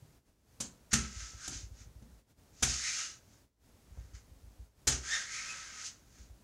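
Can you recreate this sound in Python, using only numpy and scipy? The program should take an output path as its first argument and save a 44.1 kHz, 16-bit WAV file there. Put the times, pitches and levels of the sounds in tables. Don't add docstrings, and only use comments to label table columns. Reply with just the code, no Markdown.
import sys
import numpy as np
from scipy import signal
from scipy.fft import rfft, irfft
from scipy.io import wavfile

SR = 44100
rng = np.random.default_rng(int(sys.argv[2]) if len(sys.argv) > 2 else 0)


def wav_out(sig):
    wavfile.write(sys.argv[1], SR, np.round(np.clip(np.atleast_2d(sig).T, -1, 1) * 32767).astype(np.int16))


N = 283869

# t/s, claw level/dB, door boom level/dB,
# panel knock level/dB, knock pitch f/Hz, frame clack level/dB, claw bite gain at 1.1-2.8 kHz/dB, landing time/s
SLAPS = [(0.602, -31.5, -65, -38.5, 190, -40.5, -5.5, 0.01), (0.93, -22, -36.5, -26.5, 180, -50, 4, 0.011),
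         (1.477, -36, -50, -41, 225, -46, -4, 0.006), (2.023, -71, -66, -49.5, 177, -67, 11, 0.0047),
         (2.624, -23.5, -37, -38.5, 208.5, -33, 1.5, 0.013), (4.87, -22, -36.5, -34, 315, -37, 0.5, 0.015)]


def slaps(knock_s=0.014, knock_spread=1.25, ring_s=0.008, ring_db=-7, clack_s=0.0051):
    knocks, rings = np.zeros(N), np.zeros(N)
    t = np.arange(SR // 4) / SR
    frame = signal.butter(2, (374, 890), "band", fs=SR, output="sos")
    for s, claw_db, boom_db, knock_db, knock_hz, clack_db, bite_db, landing_s in SLAPS:
        panel_hz = [knock_hz / knock_spread, knock_hz * knock_spread]
        panel = signal.butter(2, panel_hz, "band", fs=SR, output="sos")
        for body, db, decay_s in (panel, knock_db, knock_s), (frame, clack_db, clack_s):
            force = rng.standard_normal(len(t)) * np.exp(-t / decay_s)
            blow = signal.sosfilt(body, force)
            add(knocks, s, from_db(db) * blow / np.abs(blow).max())
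        ring = np.sin(2 * np.pi * knock_hz * t) * np.exp(-t / ring_s)
        add(rings, s, from_db(knock_db + ring_db) * ring)
    return claw_taps() + hallway(knocks, wet_db=-2.5) + rings


def claw_taps(first_touch=0.25, count=4, skid_s=0.0035):
    # f/Hz, relative density/dB
    tap_spectrum = [(200, -31.5), (500, -23), (750, -18.5), (1020, -24), (1300, -12), (2200, -12),
                    (3000, -12), (4100, -10.5), (5500, -7), (6600, -0.5), (8000, -9), (11500, -20.5),
                    (13500, -32.5), (15500, -50)]
    claws = np.zeros((count, N))
    t = np.arange(SR // 8) / SR
    bite_band = signal.butter(1, [1100, 2800], "band", fs=SR, output="sos")
    for s, claw_db, boom_db, knock_db, knock_hz, clack_db, bite_db, landing_s in SLAPS:
        press = np.interp(t, [0, landing_s / 2], [first_touch, 1])
        coming_to_rest = np.exp(-np.maximum(t - landing_s, 0) / skid_s)
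        pressure = press * coming_to_rest
        for claw in claws:
            rattle = catches(per_s=2500, spread_db=0.5, size=len(t)) * pressure / np.sqrt(count)
            bite = (from_db(bite_db) - 1) * signal.sosfilt(bite_band, rattle)
            add(claw, s, from_db(claw_db) * (rattle + bite))
    echoing = sum(hallway(claw, wet_db=-3.2) for claw in claws)
    return skin(through(echoing, response(tap_spectrum)))


def door_boom(push_s=0.007, second_paw_s=0.065, second_paw_db=-7):
    # f/Hz, relative level/dB, t60/s
    door_modes = [(50, -9, 0.33), (62.6, 3.5, 0.45), (77.5, 3.5, .25), (128.8, 2.5, 0.38),
                  (158.6, -4, 0.22), (223, -13, 0.43), (245.5, -7, 0.28), (366.3, -15.5, 0.36)]
    out = np.zeros(N)
    t = np.arange(SR) / SR
    hz, mode_db, t60 = np.transpose(door_modes)[:, :, None]
    modes = from_db(mode_db - 60 * t / t60) * np.sin(2 * np.pi * hz * t)
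    boom = np.sum(modes, axis=0) * (1 - np.exp(-t / push_s))
    for s, claw_db, boom_db, *rest in SLAPS:
        add(out, s, from_db(boom_db) * boom)
        add(out, s + second_paw_s, from_db(boom_db + second_paw_db) * boom)
    return out


def scrapes():
    # t of the hardest press/s, rise/s, fall/s, hiss level/dB, rasp relative to hiss/dB
    strokes = [(0.922, 0.017, 0.028, -40, -5.5), (0.995, 0.083, 0.19, -43, -5.5),
               (1.21, 0.27, 0.32, -47, -9), (1.46, 0.13, 0.05, -43.5, -11.5),
               (1.538, 0.096, 0.18, -44, -13), (1.818, 0.17, 0.083, -59, -10),
               (2.691, 0.088, 0.27, -35, -15.5), (2.875, 0.39, 0.31, -37.5, -12),
               (2.995, 0.29, 0.23, -38.5, -9.5), (3.34, 0.21, 0.15, -69, -11),
               (4.0, 0.2, 0.35, -71.5, -1.5), (4.15, 0.028, 0.1, -58.5, -5),
               (4.925, .04, 0.12, -37.5, -9.5), (5.139, 0.19, 0.22, -36.5, -5.5),
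               (5.345, 0.15, 0.3, -42.5, -9), (5.5, 0.45, 0.62, -46, -2.5), (5.81, 0.24, .14, -48, -3.5),
               (5.862, 0.074, 0.073, -39.5, -24), (6.2, 0.26, 0.18, -63, -7)]
    # f/Hz, relative density/dB
    hiss_spectrum = [(500, -51), (1500, -23.5), (2600, -9), (3600, -9.5), (4600, -4), (5600, -1.5),
                     (6400, 2), (7100, -1.5), (8000, -12), (10000, -20), (12000, -34.5), (15500, -62)]
    rasp_spectrum = [(300, -25), (900, -19), (1100, -17.5), (1280, -5.5), (1600, -6), (2100, -4),
                     (2700, -13), (3500, -14), (6000, -40), (12000, -60)]
    hiss_power, rasp_power = 0, 0
    for s, rise_s, fall_s, hiss_db, rasp_db in strokes:
        power = (from_db(hiss_db) * swell(s, rise_s, fall_s)) ** 2
        hiss_power = hiss_power + power
        rasp_power = rasp_power + power * from_db(rasp_db) ** 2
    fine_clicks = catches(per_s=9000, spread_db=2.5, size=N)
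    coarse_clicks = catches(per_s=3000, spread_db=2.5, size=N)
    hiss = rms_one(through(fine_clicks, response(hiss_spectrum)))
    rasp = rms_one(skin(through(coarse_clicks, response(rasp_spectrum))))
    return np.sqrt(hiss_power) * hiss + np.sqrt(rasp_power) * rasp


def squeaks(flutter_db=1.5, hard_db=-38, soft_db=-50, lowest_hz=1200):
    # t when loudest/s, rise/s, fall/s, fundamental level/dB,
    # slip rate when loudest f/Hz, glide/(Hz/s), unevenness as a share of the rate
    chatters = [(0.94, .012, 0.22, -42.5, 1310, 30, 0.011), (1.23, .3, 0.32, -56, 1310, 59.4, 0.013),
                (1.429, .1, .24, -52, 1480, 304, 0.131), (2.875, .14, 0.17, -38, 2130, 2800, .1),
                (2.99, .1, 0.2, -48.5, 2790, 800, 0.038), (5.135, .06, 0.11, -30.5, 1775, 1512, 0.0317),
                (5.15, .17, 0.22, -40, 1700, 506, .09), (5.385, .28, 0.18, -42, 2200, 1800, 0.099),
                (5.505, .06, 0.067, -42.5, 2530, 1440, 0.034)]
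    out = np.zeros(N)
    for s, rise_s, fall_s, level_db, slips_hz, glide, uneven in chatters:
        gain = swell(s, rise_s, fall_s)
        touching = gain > 0
        steady_rate = slips_hz + glide * (np.flatnonzero(touching) / SR - s)
        rate = steady_rate * (1 + uneven * drift(304.5)[touching])
        phase = 2 * np.pi * np.cumsum(rate) / SR
        sharp = np.interp(level_db, [soft_db, hard_db], [0, 1])
        overtones = sum(from_db(db) * np.sin(k * phase) for k, db in enumerate([-7.0, -15, -17], 2))
        out[touching] += from_db(level_db) * gain[touching] * (np.sin(phase) + sharp * overtones)
    fluttering = out * from_db(flutter_db * drift(57))
    radiated = signal.butter(6, lowest_hz, "high", fs=SR, output="sos")
    return signal.sosfilt(radiated, fluttering + 1e-18)


def swell(s, rise_s, fall_s, power=2.03):
    pressure = np.interp(np.arange(N) / SR, [s - rise_s, s, s + fall_s], [0, 1, 0])
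    return pressure ** power


def catches(per_s, spread_db, size):
    sizes = from_db(spread_db * np.minimum(rng.exponential(1, size), 3))
    signed = sizes * rng.choice([-1, 1], size)
    return rms_one(signed * (rng.random(size) < per_s / SR))


def skin(x):
    # f/Hz, width/Hz, peak gain/dB
    skin_rings = [(1306, 17, 1.5), (1540, 200, -10.5), (3910, 400, -24.5)]
    out = x.copy()
    for hz, width_hz, db in skin_rings:
        r = np.exp(-np.pi * width_hz / SR)
        zeros = (1 - r * r) / 2 * np.array([1, 0, -1])
        poles = [1, -2 * r * np.cos(2 * np.pi * hz / SR), r * r]
        out += from_db(db) * signal.lfilter(zeros, poles, x)
    return out


def footfalls(floor_hz=62, floor_t60=0.028, floor_db=-7, pat_s=0.0058):
    # t/s, peak level of the push/dB, pat drive relative to the push/dB
    steps = [(0.021, -65, 15.5), (1.16, -39, -22), (1.215, -42.5, -16), (1.335, -45, -1),
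             (1.55, -39.5, -10), (1.63, -38.5, -25), (1.709, -42, -15), (1.802, -46.5, -7),
             (1.858, -48, -4), (1.953, -45.5, -9), (2.02, -50, 2), (2.12, -53, -7), (3.911, -45, -6.5),
             (3.974, -36.5, -8.5), (4.041, -45.5, -16), (4.134, -42.5, -13), (4.311, -50, -6),
             (4.429, -48, -22), (4.466, -49.5, -24), (4.592, -41, -14), (6.197, -45.5, -7),
             (6.299, -45.5, -9)]
    # f/Hz, relative density/dB
    thud_spectrum = [(18, -39), (35, -2.5), (55, 17.5), (75, 7), (100, 8), (150, -21.5), (300, -53),
                     (2000, -100)]
    pat_spectrum = [(50, -26), (110, 7.5), (170, -2), (280, -23.5), (500, -17.5), (1000, -26), (3000, -59),
                    (10000, -100)]
    thuds, pats = np.zeros(N), np.zeros(N)
    t = np.arange(SR // 4) / SR
    push = response(thud_spectrum)
    sway = np.sin(2 * np.pi * floor_hz * t) * from_db(floor_db - 60 * t / floor_t60)
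    for s, db, bright_db in steps:
        add(thuds, s, from_db(db) * push / np.abs(push).max())
        add(thuds, s, from_db(db) * sway)
        pat = rng.standard_normal(len(t)) * np.exp(-t / pat_s)
        add(pats, s, from_db(db + bright_db) * pat)
    return thuds + hallway(through(pats, response(pat_spectrum)), wet_db=-6.5)


def room_air(level_db=-63):
    # f/Hz, relative density/dB
    air_spectrum = [(15, -34), (25, -8.5), (61, 5), (82, -1), (122, -2), (152, -6.5), (267, -7.5),
                    (349, -12), (482, -13.5), (1240, -22), (1490, -23), (3000, -27), (6380, -25),
                    (8580, -28), (15500, -32.5)]
    # t of the lowest point/s, length/s, depth/dB
    air_dips = [(0.229, 0.079, 11.5), (0.383, 0.2, 9.5), (2.253, 0.079, 11.5), (2.351, 0.053, 10.5),
                (3.541, 0.16, 18), (4.725, 0.11, 8.5)]
    t = np.arange(N) / SR
    dips_db = 0
    for s, length_s, depth_db in air_dips:
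        dips_db = dips_db + depth_db * np.exp(-(2 * np.abs(t - s) / length_s) ** 3)
    return from_db(level_db - dips_db) * through(rng.standard_normal(N), response(air_spectrum))


def hallway(x, wet_db, first_echo_s=0.0026):
    # f/Hz, t60/s
    hall_t60 = [(100, 0.31), (500, 0.46), (1500, 0.3), (6000, 0.21), (9000, 0.39), (14000, 0.079)]
    t = np.arange(SR // 2) / SR
    edges = np.geomspace(40, 18000, num=10)
    tail = 0
    for low, high in zip(edges, edges[1:]):
        band_filter = signal.butter(2, [low, high], "band", fs=SR, output="sos")
        band = signal.sosfilt(band_filter, rng.standard_normal(len(t)))
        tail = tail + band * from_db(-60 * t / at_hz(hall_t60, np.sqrt(low * high)))
    impulse = from_db(wet_db) * unit_energy(tail * (t > first_echo_s))
    impulse[0] = 1
    return through(x, unit_energy(impulse))


def two_ports(x, spread_db, balance_db=0.2, size=4096):
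    # f/Hz, side relative to mid/dB
    port_width = [(60, -19), (200, -22), (600, -15.5), (1300, -14.5), (5000, -16), (10000, -12.5)]
    hz = np.fft.rfftfreq(size, 1 / SR)
    difference = from_db(spread_db + at_hz(port_width, hz))
    for lag in rng.integers(SR // 1000, SR // 250, 4):
        echo = np.exp(-2j * np.pi * hz * lag / SR)
        difference = difference * (.5 + echo) / (1 + .5 * echo)
    side = through(x, irfft(difference))
    return np.array([(x + side) * from_db(-balance_db), (x - side) * from_db(balance_db)])


def response(spectrum, size=8192):
    gain = from_db(at_hz(spectrum, np.fft.rfftfreq(size, 1 / SR)))
    cepstrum = irfft(np.log(gain))
    cepstrum[1:size // 2] *= 2
    cepstrum[size // 2 + 1:] = 0
    return unit_energy(irfft(np.exp(rfft(cepstrum))))


def drift(rate):
    r = np.exp(-2 * np.pi * rate / SR)
    wander = signal.lfilter([1], [1, -2 * r, r * r], rng.standard_normal(N + SR))
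    return rms_one(wander[SR:])


def at_hz(points, hz):
    f, value = np.transpose(points)
    return np.interp(np.log(np.maximum(hz, 1)), np.log(f), value)


def through(x, impulse):
    return signal.oaconvolve(x, impulse)[:len(x)]


def add(track, s, sound):
    i = max(round(s * SR), 0)
    track[i:i + len(sound)] += sound[:N - i]


def from_db(db):
    return 10 ** (np.asarray(db) / 20)


def rms_one(x):
    return x / np.sqrt(np.mean(x ** 2) + 1e-20)


def unit_energy(x):
    return x / np.sqrt(np.sum(x ** 2) + 1e-20)


def scene():
    striking = two_ports(slaps(), spread_db=-3.0)
    sliding = two_ports(hallway(scrapes() + squeaks(), wet_db=-8.5), spread_db=-23.0)
    return striking + sliding + door_boom() + footfalls() + room_air()


def record(dry, cutoff_hz=15700):
    return signal.sosfilt(signal.ellip(10, .1, 80, cutoff_hz, fs=SR, output="sos"), dry)


dry = scene()
out = record(dry)
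wav_out(out)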